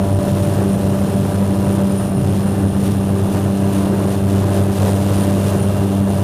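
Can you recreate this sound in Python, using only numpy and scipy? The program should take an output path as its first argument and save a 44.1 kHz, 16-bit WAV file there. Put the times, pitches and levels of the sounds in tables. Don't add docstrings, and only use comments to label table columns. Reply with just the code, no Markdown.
import sys
import numpy as np
from scipy import signal
from scipy.fft import rfft, irfft
from scipy.io import wavfile
from scipy.ndimage import uniform_filter1d

SR = 44100
rng = np.random.default_rng(int(sys.argv[2]) if len(sys.argv) > 2 else 0)


def put_to_file(sound):
    columns = np.atleast_2d(sound).T
    safe = np.clip(columns, -1, 1)
    whole_steps = np.round(safe * 32767)
    wavfile.write(sys.argv[1], SR, whole_steps.astype(np.int16))


def volts_from_decibels(level):
    exponent = np.asarray(level, float) / 20
    return 10 ** exponent


N = 274743

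# t/s, rush of air level/dB, cabin buffeting level/dB
AIRFLOW = [(0.0, -42, 1.5), (.4, -37.5, 1), (.8, -40, 1), (1.3, -40, 0.5), (1.8, -40.5, 0.5),
           (2.35, -40, 0.5), (2.72, -42, 0), (3.1, -40.5, -0.5), (3.5, -40.5, -1.5), (4.1, -39.5, -1.5),
           (4.9, -37.5, -2), (5.4, -37, -.5), (5.7, -39, 0), (5.95, -39.5, -3), (6.23, -38.5, 2.5)]


def curves(table):
    s, *columns = np.transpose(table)
    return [np.interp(np.arange(N) / SR, s, column) for column in columns]


def bumps(events):
    t = np.arange(N) / SR
    return sum(db * np.exp(-(2 * (t - s) / length) ** 2) for s, db, length in events)


def noise(gain):
    hz = np.maximum(np.arange(N // 2 + 1) * SR / N, 1)
    x = irfft(rfft(rng.standard_normal(N)) * gain(hz), N)
    return x / x.std()


def coloured(points):
    hz, db = np.transpose(points)
    return noise(lambda f: volts_from_decibels(np.interp(np.log(f), np.log(hz), db, -200, -200)))


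def walk(rate_hz):
    return noise(lambda f: 1 / (1 + (f / rate_hz) ** 2))


def butter(x, hz, kind):
    return signal.sosfilt(signal.butter(2, hz, kind, fs=SR, output="sos"), x)


def propeller(wander_db=2.5, rough_db=2.1, drift_db=0.5):
    # t/s, shaft f/Hz, exhaust bark level/dB, blade loading level/dB (+ blade pass, - its octave)
    shaft = [(0.0, 32.58, 4, 2), (.4, 32.57, 1.5, 2), (.8, 32.63, 1.5, -1.5), (1.1, 32.69, 0, -0.5),
             (1.42, 32.67, 1.5, 0), (1.85, 32.61, 1.5, -3), (2.1, 32.55, -2.5, 1), (2.45, 32.57, -5, 1.5),
             (2.8, 32.51, -7, -2), (3.15, 32.6, -3, 1), (3.9, 32.62, 0.5, -2), (4.25, 32.6, 1, 1.5),
             (4.9, 32.67, 2, 1.5), (5.35, 32.73, 3.5, -2), (5.65, 32.74, -1, 3), (5.95, 32.74, -1, -2),
             (6.23, 32.65, 0, 3)]
    strong_orders = (3, 6, 9, 12, 18, 21, 24, 30)
    # level/dB, shares of exhaust bark, cabin buffeting and blade loading [dB per dB]
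    strong_levels = [(-17.5, 0.15, -0.36, 0.84), (-19, -0.11, -0.088, -0.78), (-31, -0.1, -1.7, -0.42),
                     (-31.5, .1, -0.34, 0.25), (-32.5, 1.2, 0.35, 0.14), (-41.5, .7, -.4, 0.22),
                     (-44.5, -0.018, 0., 0.18), (-49, 1.1, -0.43, 0.066)]
    # multiple of the shaft rate, level/dB
    weak_orders = [(1, -31), (7, -57), (8, -62), (10, -34.5), (11, -67), (13, -49.5), (15, -47.5),
                   (16, -70), (17, -46), (19, -47), (23, -53.5), (25, -50), (27, -53), (31, -73), (33, -79),
                   (36, -66)]
    # t/s, level/dB, length/s
    cowling_swells = [
        (1.52, 7, .6),
        (3.5, 5, .5),
        (4.08, -14, 0.4),
    ]
    cowling_order = 30
    phase_lag, exhaust_turns = .02, .1485

    hz, bark_db, loading_db = curves(shaft)
    buffeting_db = curves(AIRFLOW)[1]
    turn = 2 * np.pi * np.cumsum(hz) / SR
    orders = []
    for k, (db, bark, buffeting, loading) in zip(strong_orders, strong_levels):
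        level_db = db + bark * bark_db + buffeting * buffeting_db + loading * loading_db
        level_db = level_db + drift_db * np.log(k / 2) * walk(1.5)
        if k == cowling_order:
            level_db = level_db + bumps(cowling_swells)
        orders.append((k, level_db))
    for k, db in weak_orders:
        orders.append((k, db + wander_db * walk(0.73)))

    hum = np.zeros(N)
    for k, level_db in orders:
        late = k * phase_lag * np.log(k)
        if k > 6:
            late += k * 2 * np.pi * exhaust_turns
        hum += 2 ** .5 * volts_from_decibels(level_db + rough_db * walk(14.5)) * np.cos(k * turn - late)
    return hum


def airflow(flutter_db=0.56, skin_flutter_db=1.5, throb_db=.8, whistle_share=0.58, brighten=0.33):
    # t/s, level/dB, length/s
    gusts = [(.45, 0, .1), (.87, 1, 0.061), (1.73, 1.5, 0.17), (2.13, -5, .12), (2.4, 1, .2),
             (2.87, 4.5, 0.13), (3.36, 3, 0.08), (3.78, 3, .12), (4.12, 3, 0.089), (4.22, -2.5, 0.13),
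             (4.35, 2.5, 0.16), (4.57, 3, 0.092), (4.68, -1.7, 0.087), (4.85, 4, .14), (5.18, 2, .2),
             (5.48, 3.5, .1), (6.03, -3, .1)]
    # f/Hz, level/dB
    boom_spectrum = [(12, -32), (30, -1.5), (60, -9.5), (90, -0.5), (130, -1.5), (160, -5), (200, -7),
                     (230, -13.5), (300, -9.5)]
    # f/Hz, level/dB
    drum_spectrum = [(180, -21), (240, -9), (320, -0.5), (420, -1.5), (480, -5.5), (620, -7), (800, -13),
                     (1200, -17), (1700, -22.5), (2200, -33.5)]
    # f/Hz, level/dB
    hiss_spectrum = [(1500, -1.5), (2100, -4), (2800, 0.5), (3500, -0.5), (4500, -4.5), (6500, -4.5),
                     (9000, -4.5), (12500, -5), (14000, -8), (15300, -14)]
    # f/Hz, width/Hz, level/dB
    cavities = [(9470, 150, -43.5), (9900, 830, -51), (2570, 530, -51)]
    boom_db, drum_db, hiss_db = -24 + 5.5, -31.5 + 5.0, 2.0
    skin_share = 0.67

    rush_db, buffeting_db = curves(AIRFLOW)
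    gust_db = rush_db + bumps(gusts)
    swell_db = gust_db - gust_db.mean()
    boom = volts_from_decibels(boom_db + buffeting_db + throb_db * walk(5.8)) * coloured(boom_spectrum)
    skin_db = drum_db + skin_share * swell_db + skin_flutter_db * walk(11)
    drum = volts_from_decibels(skin_db) * coloured(drum_spectrum)
    hiss = volts_from_decibels(gust_db + hiss_db + flutter_db * walk(16)) * coloured(hiss_spectrum)
    mid_treble = butter(butter(hiss, 4200, "high"), 8500, "low")
    hiss = hiss + (volts_from_decibels(brighten * swell_db) - 1) * mid_treble
    cavity = np.zeros(N)
    for hz, width, db in cavities:
        cavity += volts_from_decibels(db) * noise(lambda f: 1 / np.hypot(1, 2 * (f - hz) / width))
    return boom + drum + hiss + volts_from_decibels(whistle_share * swell_db + flutter_db * walk(11)) * cavity


def electrics(fade_db=2.0, wobble_rad=0.5, thin_db=5.0, thin_fade_db=0.2):
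    # multiple of the clock, level/dB
    steady_lines = [(2, -54), (3, -60)]
    # multiple of the clock, level/dB, gain once the load shifts/dB
    thin_lines = [(7, -62.5, -1), (9, -61.5, -11), (6, -72, 10)]
    # t/s, level/dB
    flares = [(.15, 7), (.49, 7), (.74, 9), (1.11, 6), (1.7, 8), (1.98, 12), (2.2, 6), (2.44, 7), (2.63, 9),
              (2.83, 10), (3.07, 9), (3.78, 13), (4.06, 16), (4.54, 15), (4.92, 19.5), (5.21, 20), (5.4, 7),
              (5.63, 19), (6.11, 13)]
    # t/s, level/dB, length/s
    panel_swells = [
        (2.4, 3.5, .4),
        (3.75, 3, .5),
        (4.5, -7, .6),
        (5.65, 8.5, 0.89),
    ]
    clock_hz, panel_hz, panel_db = 592.23, 2771.8, -60.5
    load_shift_s, shift_length_s = 3.085, .08
    whistle_db, whistle_shift_db, flare_s = -46.5 - 2.5, -6.5, 0.15

    t = np.arange(N) / SR
    shifted = 1 / (1 + np.exp((load_shift_s - t) / shift_length_s))
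    lines = []
    for k, db in steady_lines:
        lines.append((k * clock_hz, db + fade_db * walk(.7)))
    for k, db, gained_db in thin_lines:
        level_db = db + thin_db + gained_db * shifted + thin_fade_db * walk(1.2)
        lines.append((k * clock_hz, level_db))
    flare_db = bumps([(s, db, flare_s) for s, db in flares])
    lines.append((16 * clock_hz, whistle_db + whistle_shift_db * shifted + flare_db + fade_db * walk(12)))
    lines.append((panel_hz, panel_db + thin_db + bumps(panel_swells) + fade_db * walk(13)))

    whine = np.zeros(N)
    for hz, level_db in lines:
        whine += 2 ** .5 * volts_from_decibels(level_db) * np.sin(2 * np.pi * hz * t + wobble_rad * walk(4.3))
    return whine


def scene():
    return (propeller() + airflow() + electrics())[None]


def outer_port(dry, housing_hz=295, ring=-2.24, buffet_db=-19, ceiling=.28, bottom=.42, knee=0.022):
    # f/Hz, level/dB
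    buffet_spectrum = [(14, -12), (28, 0), (50, -3), (130, -7), (400, -11), (750, -27)]
    ringing = signal.lfilter(*signal.iirpeak(housing_hz, 4, fs=SR), dry)
    port = dry + ring * ringing + volts_from_decibels(buffet_db) * coloured(buffet_spectrum)
    port = ceiling - knee * np.logaddexp(0, (ceiling - port) / knee)
    return knee * np.logaddexp(0, (port + bottom) / knee) - bottom


def leveller(mix, memory_s=0.088, share=0.21):
    memory = int(memory_s * SR)
    power = uniform_filter1d(mix ** 2, memory, origin=memory // 2 - 1)
    return mix * (power / power.mean()) ** (-share / 2)


def low_pass(x):
    return signal.sosfilt(signal.butter(12, 15650, fs=SR, output="sos"), x)


def record(dry, split_hz=1030, leak=.13, gain_db=-0.64, squash=.7):
    treble = butter((1 - leak) * outer_port(dry) + leak * dry, split_hz, "high")
    mix = butter(dry, split_hz, "low") - treble
    mix = butter(butter(mix, 95.8, "high"), 25, "high")
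    mix = leveller(mix)
    mix = np.tanh(squash * volts_from_decibels(gain_db) * mix) / squash
    mix = signal.sosfilt(signal.ellip(12, .2, 90, 15270, fs=SR, output="sos"), mix)
    return low_pass(mix)


dry = scene()
out = record(dry)
put_to_file(out)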